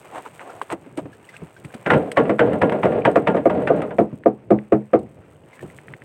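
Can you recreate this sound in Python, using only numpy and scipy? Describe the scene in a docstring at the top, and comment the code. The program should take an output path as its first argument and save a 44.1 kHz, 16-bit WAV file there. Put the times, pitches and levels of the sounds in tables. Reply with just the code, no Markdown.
"""A fishing net is hauled into a small wooden boat, close by, over lapping water.
First wet mesh rasps over the rail, twine ticks, drops fall and feet bump the boards.
From 1.9 s the net's wooden sticks clack together and judder over the side;
from 2.3 to 5 s they knock on the hollow hull, whose planks ring.
Last come wavelets, drips and a few more ticks of twine."""
import sys
import numpy as np
from scipy import signal
from scipy.fft import rfft, irfft, next_fast_len
from scipy.io import wavfile
from scipy.ndimage import uniform_filter1d, minimum_filter1d, map_coordinates

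SR = 44100
rng = np.random.default_rng(int(sys.argv[2]) if len(sys.argv) > 2 else 0)


def output_pcm(signal):
    """Save a mono or channel-first signal as 16-bit PCM at the path in sys.argv[1].

    Samples are clipped to [-1, 1] before scaling.
    """
    pcm = np.clip(np.atleast_2d(signal).T, -1, 1) * 32767
    wavfile.write(sys.argv[1], SR, np.round(pcm).astype(np.int16))


N = 266364
TIME = np.arange(N) / SR
AGE = np.arange(SR // 3) / SR  # seconds since a blow

# Briskness of the sliding mesh. Each row: time in seconds, level in dB.
SLIDING = [(0.0, -59.5), (0.64, -63.5), (0.79, -67.5), (1.72, -64.5), (1.83, -60), (1.98, -62.5),
           (2.39, -66), (3.77, -65), (3.95, -70.5), (4.46, -77.5), (4.69, -73.5), (5.35, -72.5),
           (5.62, -62.5), (6.04, -69)]
# Spectrum of splashes and scuffs. Each row: frequency in Hz, gain in dB.
SPLASH_EQ = [(40, -51.5), (150, -15.5), (450, 5.5), (900, -0.5), (1500, -6), (2600, -8.5), (4000, -27.5),
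             (6000, -31), (16000, -56)]
# Spectrum of a stick's crack or scrape. Each row: frequency in Hz, gain in dB.
CRACK_EQ = [(60, -68.5), (150, -13.5), (700, 2), (1300, 1), (2000, -1), (3400, -17.5), (4500, -33.5),
            (6000, -38.5), (8300, -40), (16000, -58.5)]
# Resonances of the stick bundle. Each row: centre in Hz, width in Hz, gain in dB.
STICK_MODES = [(854, 130, 1), (1054, 18, 1), (1404, 16, 9.5), (1680, 23, -8.5), (1654, 41, 1.5),
               (1840, 390, -8.5), (2440, 210, -16), (2820, 640, -9), (3170, 120, -11.5)]


def amp(db):
    """Decibels to gain."""
    return 10 ** (np.asarray(db) / 20)


def unit(x):
    """x at rms 1."""
    return x / np.sqrt(np.mean(x ** 2) + 1e-20)


def crest(x, size=220):
    """x with its loudest window of size samples at rms 1."""
    return x / np.sqrt(uniform_filter1d(x ** 2, size).max() + 1e-20)


def curve(rows):
    """(seconds, value) rows interpolated to every sample."""
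    return np.interp(TIME, *np.transpose(rows))


def wobble(rate_hz):
    """Smooth random curve, rate_hz points a second."""
    return map_coordinates(rng.standard_normal(int(N * rate_hz / SR) + 4), [TIME * rate_hz])


def add(track, start_s, x):
    """Mix x into the track."""
    start = max(round(start_s * SR), 0)
    track[start:start + len(x)] += x[:max(N - start, 0)]


def colour(x, points):
    """Minimum-phase filter through (Hz, dB) points."""
    size = 2 * next_fast_len(len(x) // 2 + 4096)
    hz, db = np.transpose(points)
    bin_db = np.interp(np.log(np.fft.rfftfreq(size, 1 / SR) + 1), np.log(hz), db)
    cepstrum = irfft(np.log(amp(bin_db)))
    cepstrum[1:size // 2] *= 2
    cepstrum[size // 2 + 1:] = 0
    return irfft(rfft(x, size) * np.exp(rfft(cepstrum)))[:len(x)]


def resonate(x, modes):
    """x through parallel (Hz, width in Hz, dB) resonances of alternating sign."""
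    size = 2 * next_fast_len(len(x) // 2 + 4096)
    f = np.fft.rfftfreq(size, 1 / SR)
    response = sum((-1) ** k * amp(db) * 1j * f * width / (hz * hz - f * f + 1j * f * width)
                   for k, (hz, width, db) in enumerate(modes))
    return irfft(rfft(x, size) * response)[:len(x)]


def fade(t60_s, hold_s=0, rise_s=0.0004):
    """Envelope of a blow: rises, holds while the contact chatters, dies."""
    return (1 - np.exp(-AGE / rise_s)) * amp(-60 * np.maximum(AGE - hold_s, 0) / t60_s)


def burst(t60_s, hold_s=0, rise_s=0.00096):
    """Noise under the envelope of a blow."""
    return rng.standard_normal(len(AGE)) * fade(t60_s, hold_s, rise_s)


def grains(per_s, spread_db):
    """Random tiny impacts of uneven size, rms 1."""
    sizes = amp(spread_db * np.clip(rng.standard_normal(N), -2, 2)) * rng.choice([-1, 1], N)
    return unit(sizes * (rng.random(N) < per_s / SR))


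def lapping_and_boom(rise_s=0.012, fall_s=0.046):
    """The sea laps softly at the hull, with brief low swells from bumps and wavelets."""
    # Steady lapping. Each row: time in seconds, level in dB.
    sea = [(0, -54.5), (1.3, -52.5), (4.2, -47.5), (5.1, -53), (6.04, -48.5)]
    # Low hull boom after the bumps at 0.73 and 1.02 s; the other rows are wavelets slapping the hull.
    # Each row: time of peak in seconds, level in dB.
    low_swells = [(0.17, -54), (0.73, -45), (1.02, -37.5), (5.04, -39), (5.16, -51), (5.64, -39.5),
                  (6.02, -45.5)]
    # Spectrum of both. Each row: frequency in Hz, gain in dB.
    low_eq = [(20, -50), (40, -21.5), (80, -1), (140, 7.5), (220, -1), (350, -0.5), (600, -6.5),
              (1500, -45.5), (16000, -100)]
    swells = sum(amp(db) * np.exp(-np.maximum((s - TIME) / rise_s, (TIME - s) / fall_s))
                 for s, db in low_swells)
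    envelope = (amp(curve(sea)) + swells) * amp(3.1 * wobble(20))
    return envelope * unit(colour(rng.standard_normal(N), low_eq))


def bubble(hz, t60_s):
    """A trapped bubble rings, its pitch climbing as it nears the surface."""
    return crest(np.sin(2 * np.pi * hz * (AGE + 1.9 * AGE ** 2)) * fade(t60_s, rise_s=0.0013))


def runoff(bubble_count=180, db_per_sliding_db=0.66):
    """Water runs off the net, more as it slides faster, leaving drops and small bubbles."""
    # Drops falling in the sea. Each row: start in seconds, level in dB, pitch in Hz.
    drips = [(0.4955, -34.5, 1340), (1.129, -41, 1650), (1.2886, -35.5, 1970), (1.34, -37, 1550),
             (1.5643, -39.5, 1514), (5.5297, -40.5, 2050), (5.6067, -40, 1760)]
    sliding_db = curve(SLIDING)
    flow_db = 14 + sliding_db.mean() + db_per_sliding_db * (sliding_db - sliding_db.mean())
    droplets = grains(per_s=840, spread_db=-3) + 0.5 * rng.standard_normal(N)
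    patter = unit(colour(droplets, SPLASH_EQ))
    fizz = np.zeros(N)
    for when, pitch, size in rng.random((bubble_count, 3)):
        hz = 900 * 3.3 ** pitch
        add(fizz, when * N / SR, amp(10 * size) * bubble(hz, 25 / hz))
    out = amp(flow_db + 1.7 * wobble(17)) * (patter + amp(-13) * unit(fizz))
    for s, db, hz in drips:
        spatter = crest(resonate(burst(0.14), [(hz, 700, 0)]))
        add(out, s, amp(db) * (amp(-4.5) * bubble(hz, 0.043) + amp(-14) * spatter))
    return out


def mesh():
    """Wet mesh crackles finely as it slides, and now and then snaps free."""
    # Crackle spectrum. Each row: frequency in Hz, gain in dB.
    mesh_eq = [(300, -28.5), (1000, -27.5), (3000, 3), (5200, -10.5), (7100, -2), (9000, -0.5),
               (16000, -7.5)]
    # Mesh snapping free. Each row: start in seconds, level in dB.
    snaps = [(0.616, -36.5), (0.7024, -45.5), (0.7218, -30), (0.9724, -31), (1.249, -49.5), (1.366, -41.5),
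             (1.6477, -40.5), (1.7428, -36), (2.1154, -27), (2.531, -41), (2.696, -44.5), (3.112, -43),
             (3.1597, -39), (3.818, -40.5), (3.9974, -44.5), (4.28, -53), (4.507, -40), (4.9897, -47)]
    snap_eq = [(100, -44), (800, -14.5), (3000, 4.5), (6000, -10), (9000, 1), (16000, -19.5)]
    crackle = grains(per_s=450, spread_db=7) + 0.6 * rng.standard_normal(N)
    jerk_db = 2 * wobble(30)
    out = amp(curve(SLIDING) + jerk_db + 2) * unit(colour(crackle, mesh_eq))
    for s, db in snaps:
        snap = colour(burst(0.036, hold_s=0.003), snap_eq)
        add(out, s, amp(db - 9) * crest(snap))
    return out


def swishes(lead_s=0.092):
    """Each pull rasps the net's knots over the rail."""
    # Each row: centre in seconds, level in dB, Gaussian half width in seconds, pitch in Hz.
    pulls = [(0.166, -32, 0.026, 820), (0.265, -35.5, 0.01, 970), (0.412, -37.5, 0.0095, 1200),
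             (0.499, -39, 0.077, 686), (0.625, -34, 0.0072, 420), (0.72, -25, 0.012, 900),
             (0.99, -26.5, 0.01, 566), (1.346, -49, 0.02, 2020)]
    rasp_eq = [(100, -1), (300, 8.5), (1300, -1.5), (2800, -4.5), (5000, -17.5), (8000, -6),
               (16000, -17)]
    out = np.zeros(N)
    for s, db, half_s, hz in pulls:
        knots = rng.standard_normal(len(AGE)) * amp(6.8 * rng.standard_normal(len(AGE)))
        rasp = colour(resonate(knots, [(hz, hz * 0.62, 0)]), rasp_eq)
        stroke = np.exp(-((AGE - lead_s) / half_s) ** 2 / 2)
        add(out, s - lead_s, amp(db) * stroke * unit(rasp))
    return out


def ticks():
    """Taut twine slips over the rail: a tiny ping and a faint answer from the boat."""
    # Each row: start in seconds, level in dB, pitch in Hz, t60 in seconds.
    slips = [(0.3946, -26, 1770, 0.0025), (0.615, -11, 1030, 0.0097), (0.702, -18.5, 1330, 0.00077),
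             (1.3656, -27.5, 2600, 0.007), (1.6483, -28, 2130, 0.011), (2.1174, -19.5, 1990, 0.0049),
             (2.6968, -13, 1440, 0.00078), (3.0192, -27, 2360, 0.015), (4.2365, -30.5, 1800, 0.0056),
             (4.588, -27.5, 1964, 0.0042), (5.593, -31, 1795, 0.0048), (5.7004, -34.5, 2000, 0.0096),
             (5.7869, -28.5, 1880, 0.0051), (5.8832, -29.5, 1890, 0.0043), (5.9375, -23, 1900, 0.0044),
             (6.02, -31, 1880, 0.0049)]
    out = np.zeros(N)
    for s, db, hz, t60_s in slips:
        ping = np.sin(2 * np.pi * hz * AGE) * fade(t60_s, rise_s=0.00019)
        answer = resonate(burst(0.034), [(hz, 900, 0)])
        add(out, s, amp(db) * (amp(-1) * crest(ping) + amp(-13) * crest(answer)))
    return colour(out, [(150, -34.5), (800, -5), (3000, -7), (6000, -31.5), (12000, -22)])


def bumps():
    """Soft, heavy feet push the boards for a few cycles, with a scuff on top."""
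    # Each row: start in seconds, level in dB, relative scuff level in dB, pitch in Hz.
    footfalls = [(0.726, -15.5, -4, 337), (0.862, -30.5, -7.5, 273), (0.976, -15.5, -5.5, 288),
                 (1.055, -25.5, -6, 284), (1.418, -18, -18, 156), (1.645, -25.5, -5, 150),
                 (1.739, -24, 0, 235), (1.927, -13, -34, 158), (1.961, -6, -42, 171),
                 (2.191, -6.5, -21, 419), (4.125, -18.5, -37, 161), (5.625, -26, -11, 376)]
    out = np.zeros(N)
    for s, db, scuff_db, hz in footfalls:
        push = crest(np.sin(2 * np.pi * hz * AGE) * fade(0.061, hold_s=0.011, rise_s=0.0079))
        thud_eq = [(hz / 4, -35), (hz * 0.58, 0), (hz * 2, -3), (hz * 8, -38), (hz * 30, -70)]
        thud = crest(colour(burst(0.11, hold_s=0.0013, rise_s=0.0012), thud_eq))
        scuff = crest(colour(burst(0.052, rise_s=0.0003), SPLASH_EQ))
        add(out, s, amp(db) * (amp(-9) * push + amp(-9.5) * thud + amp(scuff_db - 10) * scuff))
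    return out


def boards(x):
    """Blows reach the hull through the floor boards, which ring mostly low."""
    # Each row: centre in Hz, width in Hz, gain in dB.
    board_modes = [(174.2, 73, -4), (244.7, 34, -2), (289.6, 28.5, -0.5), (402.3, 39, -1), (469, 42.6, 2.5),
                   (612, 63, 0), (747, 79, -6), (916, 300, -14.5)]
    board_eq = [(40, -11), (100, -1.5), (900, -5.5), (1800, -6), (4000, -28), (16000, -71.5)]
    return colour(resonate(x, board_modes), board_eq)


def judder(rise_s=0.023, fall_db_per_s=137.5):
    """Each dragged stick stutters over the rail and keeps boards and bundle ringing."""
    # Each row: start in seconds, level in dB, time on the rail in seconds.
    drags = [(1.888, -9.5, 0.081), (2.18, -17.5, .11), (2.40, -13.5, 0.12), (2.63, -16, 0.13),
             (2.84, -16.5, .15), (3.06, -21.5, 0.17), (3.302, -20, 0.064), (3.52, -15, .1),
             (3.70, -15, 0.096)]
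    bundle_eq = [(100, 5), (700, -9), (2900, -24.5), (5000, -14.5), (16000, -47)]
    envelope = np.zeros(N)
    for s, db, hold_s in drags:
        age = np.maximum(TIME - s, 0)
        envelope += amp(db - fall_db_per_s * np.maximum(age - hold_s, 0)) * (1 - np.exp(-age / rise_s))
    slips = grains(per_s=1200, spread_db=2) * amp(wobble(25.42))
    bundle = unit(colour(resonate(slips, STICK_MODES), bundle_eq))
    scrape = unit(colour(slips, CRACK_EQ))
    return envelope * (amp(-4.5) * unit(boards(slips)) + amp(-30) * bundle + amp(-24.5) * scrape)


def clacks(t60_s=0.12):
    """Stick grazes, then hits stick: a bright crack and ring, and the boat booms below."""
    # Each row: start in seconds, level in dB, relative boom level in dB, stick's note in Hz.
    hits = [(1.861, -14, 1, 1566), (1.902, -4.5, -3.5, 1415), (1.934, -13, 0, 917), (2.170, -6, -1, 1111),
            (2.252, -27, 5.5, 1180), (2.296, -21.5, 2, 1160), (2.392, -7.5, 2.5, 1535),
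            (2.531, -24, 10, 1385), (2.616, -10.5, 4.5, 977), (2.72, -19.5, 5.5, 934), (2.831, -13, 4, 905),
            (2.921, -27.5, 2.5, 1156), (3.051, -8, -0.5, 937), (3.271, -9, 3, 893),
            (3.366, -20.5, 5.5, 915), (3.497, -17.5, 4, 944), (3.673, -14, -1, 1495), (3.818, -23, 5, 1247),
            (3.907, -30.5, 7, 997)]
    wood_eq = [(200, -9.5), (600, 3), (3100, -6.5), (5000, -29.5), (16000, -43)]
    out = np.zeros(N)
    for s, db, boom_db, note_hz in hits:
        contact = burst(t60_s, rise_s=0.00036) + 1.47 * burst(0.048, hold_s=0.00058)
        crack = crest(colour(contact, CRACK_EQ))
        ring = crest(resonate(burst(t60_s * 1.2, hold_s=0.0026), STICK_MODES))
        note = np.sin(2 * np.pi * note_hz * AGE) * fade(t60_s, hold_s=0.0048, rise_s=0.0036)
        wood = colour(amp(-13) * ring + amp(-6) * note, wood_eq)
        boom = crest(boards(burst(0.19, hold_s=0.022, rise_s=0.00049)))
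        add(out, s, amp(db) * (amp(-5.5) * crack + wood + amp(boom_db - 4) * boom))
        graze = crest(colour(burst(0.04, hold_s=0.0046, rise_s=0.0032), CRACK_EQ))
        add(out, s - 0.007, amp(db - 23.5) * graze)
    return out


def knocks(max_t60_s=0.24):
    """A stick brushes the hull, lands and chatters; the planks ring, damped by the water outside."""
    # Each row: start in seconds, level in dB, relative edge level in dB, tilt in dB per octave.
    blows = [(2.294, -3.5, -8.5, -5.5), (2.419, -17.5, -25, 5), (2.851, -4, -8, 1.5),
             (3.073, -1.5, -32, 3.5), (3.157, 4, -10, 2), (3.344, -6, -12.5, 1.5), (3.455, 1.5, -19.5, 2),
             (3.7, 0, -24.5, 3.5), (3.984, 4.5, -15.5, -1), (4.258, 4, -22, 0.5), (4.505, 6, -20.5, -3.5),
             (4.721, 3.5, -15.5, -6), (4.933, 3.5, -13.5, 2)]
    # Each row: frequency in Hz, level in dB, t60 in seconds before the cap.
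    hull_modes = [(131.5, -14.5, 0.65), (209.8, -7, 0.27), (251, -10.5, 0.15), (323, 1, 0.14),
                  (367.4, 4, 0.068), (427.8, 2, 0.11), (494.3, 1, 0.099), (540.4, 8.5, 0.034),
                  (678, 4.5, 0.07), (748, -9.5, 0.13), (957, -17, 0.055), (1102, -23, 0.11),
                  (1201, -18, 0.085), (1580, -31.5, 0.1)]
    # Spectra of the planks and the blow's hard edge. Each row: frequency in Hz, gain in dB.
    plank_eq = [(30, -65.5), (70, -9.5), (120, -2.5), (200, 1.5), (370, 7), (550, 1), (800, -7.5),
                (1500, -31.5), (2600, -46), (4500, -54), (16000, -85)]
    edge_eq = [(100, -42), (700, -10.5), (1250, 7.5), (1650, -1.5), (2300, -5), (3200, -22), (4500, -35),
               (8300, -39), (16000, -67.5)]
    out = np.zeros(N)
    hz, mode_db, t60_s = np.transpose(hull_modes)[:, :, None]
    # Modes build up over a few cycles.
    envelopes = fade(np.minimum(t60_s, max_t60_s), hold_s=0.0062, rise_s=4.2 / hz)
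    for s, db, edge_db, tilt_db in blows:
        # The place of the blow favours low or high modes.
        strength = amp(mode_db + tilt_db * np.log2(hz / 450) + rng.standard_normal(hz.shape))
        swing = np.sin(2 * np.pi * (hz * AGE + rng.random(hz.shape)))
        ring = crest(np.sum(strength * swing * envelopes, axis=0), size=700)
        planks = crest(colour(burst(0.19, hold_s=0.019, rise_s=0.0018), plank_eq))
        contact = burst(0.1, rise_s=0.001) + 2 * burst(0.014)
        edge = crest(colour(contact, edge_eq))
        add(out, s, amp(db) * (amp(-9.5) * ring + amp(-17) * planks + amp(edge_db - 10.5) * edge))
        brush = crest(colour(burst(0.02, hold_s=0.0091, rise_s=0.003), plank_eq))
        add(out, s - 0.005, amp(db - 33.5) * brush)
    return out


def scene():
    """Mono mix, all within arm's reach in open air."""
    sticks = knocks() + clacks() + judder()
    return (sticks + bumps() + ticks() + swishes() + mesh() + runoff() + lapping_and_boom())[None]


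def record(dry):
    """Microphone treble colour, low cut, peak limiter, band limit."""
    # Treble resonance of the microphone's port. Each row: frequency in Hz, gain in dB.
    port_eq = [(7600, -0.5), (8250, 8), (9100, -1.5), (10200, -6.5), (11400, -3), (12500, -6.5),
               (16000, -1.5)]
    low_cut_hz, top_hz, ceiling = 30, 16280, 0.89
    highpass = signal.butter(2, low_cut_hz, "highpass", fs=SR, output="sos")
    filtered = signal.sosfilt(highpass, colour(dry[0], port_eq))
    needed_gain = ceiling / np.maximum(np.abs(filtered), ceiling)
    held_gain = minimum_filter1d(needed_gain, size=180)
    gain = uniform_filter1d(uniform_filter1d(held_gain, size=90), size=90)
    size = next_fast_len(N + 4096)
    passband = np.fft.rfftfreq(size, 1 / SR) < top_hz
    return irfft(rfft(filtered * gain, size) * passband, size)[None, :N]


dry = scene()
out = record(dry)
output_pcm(out)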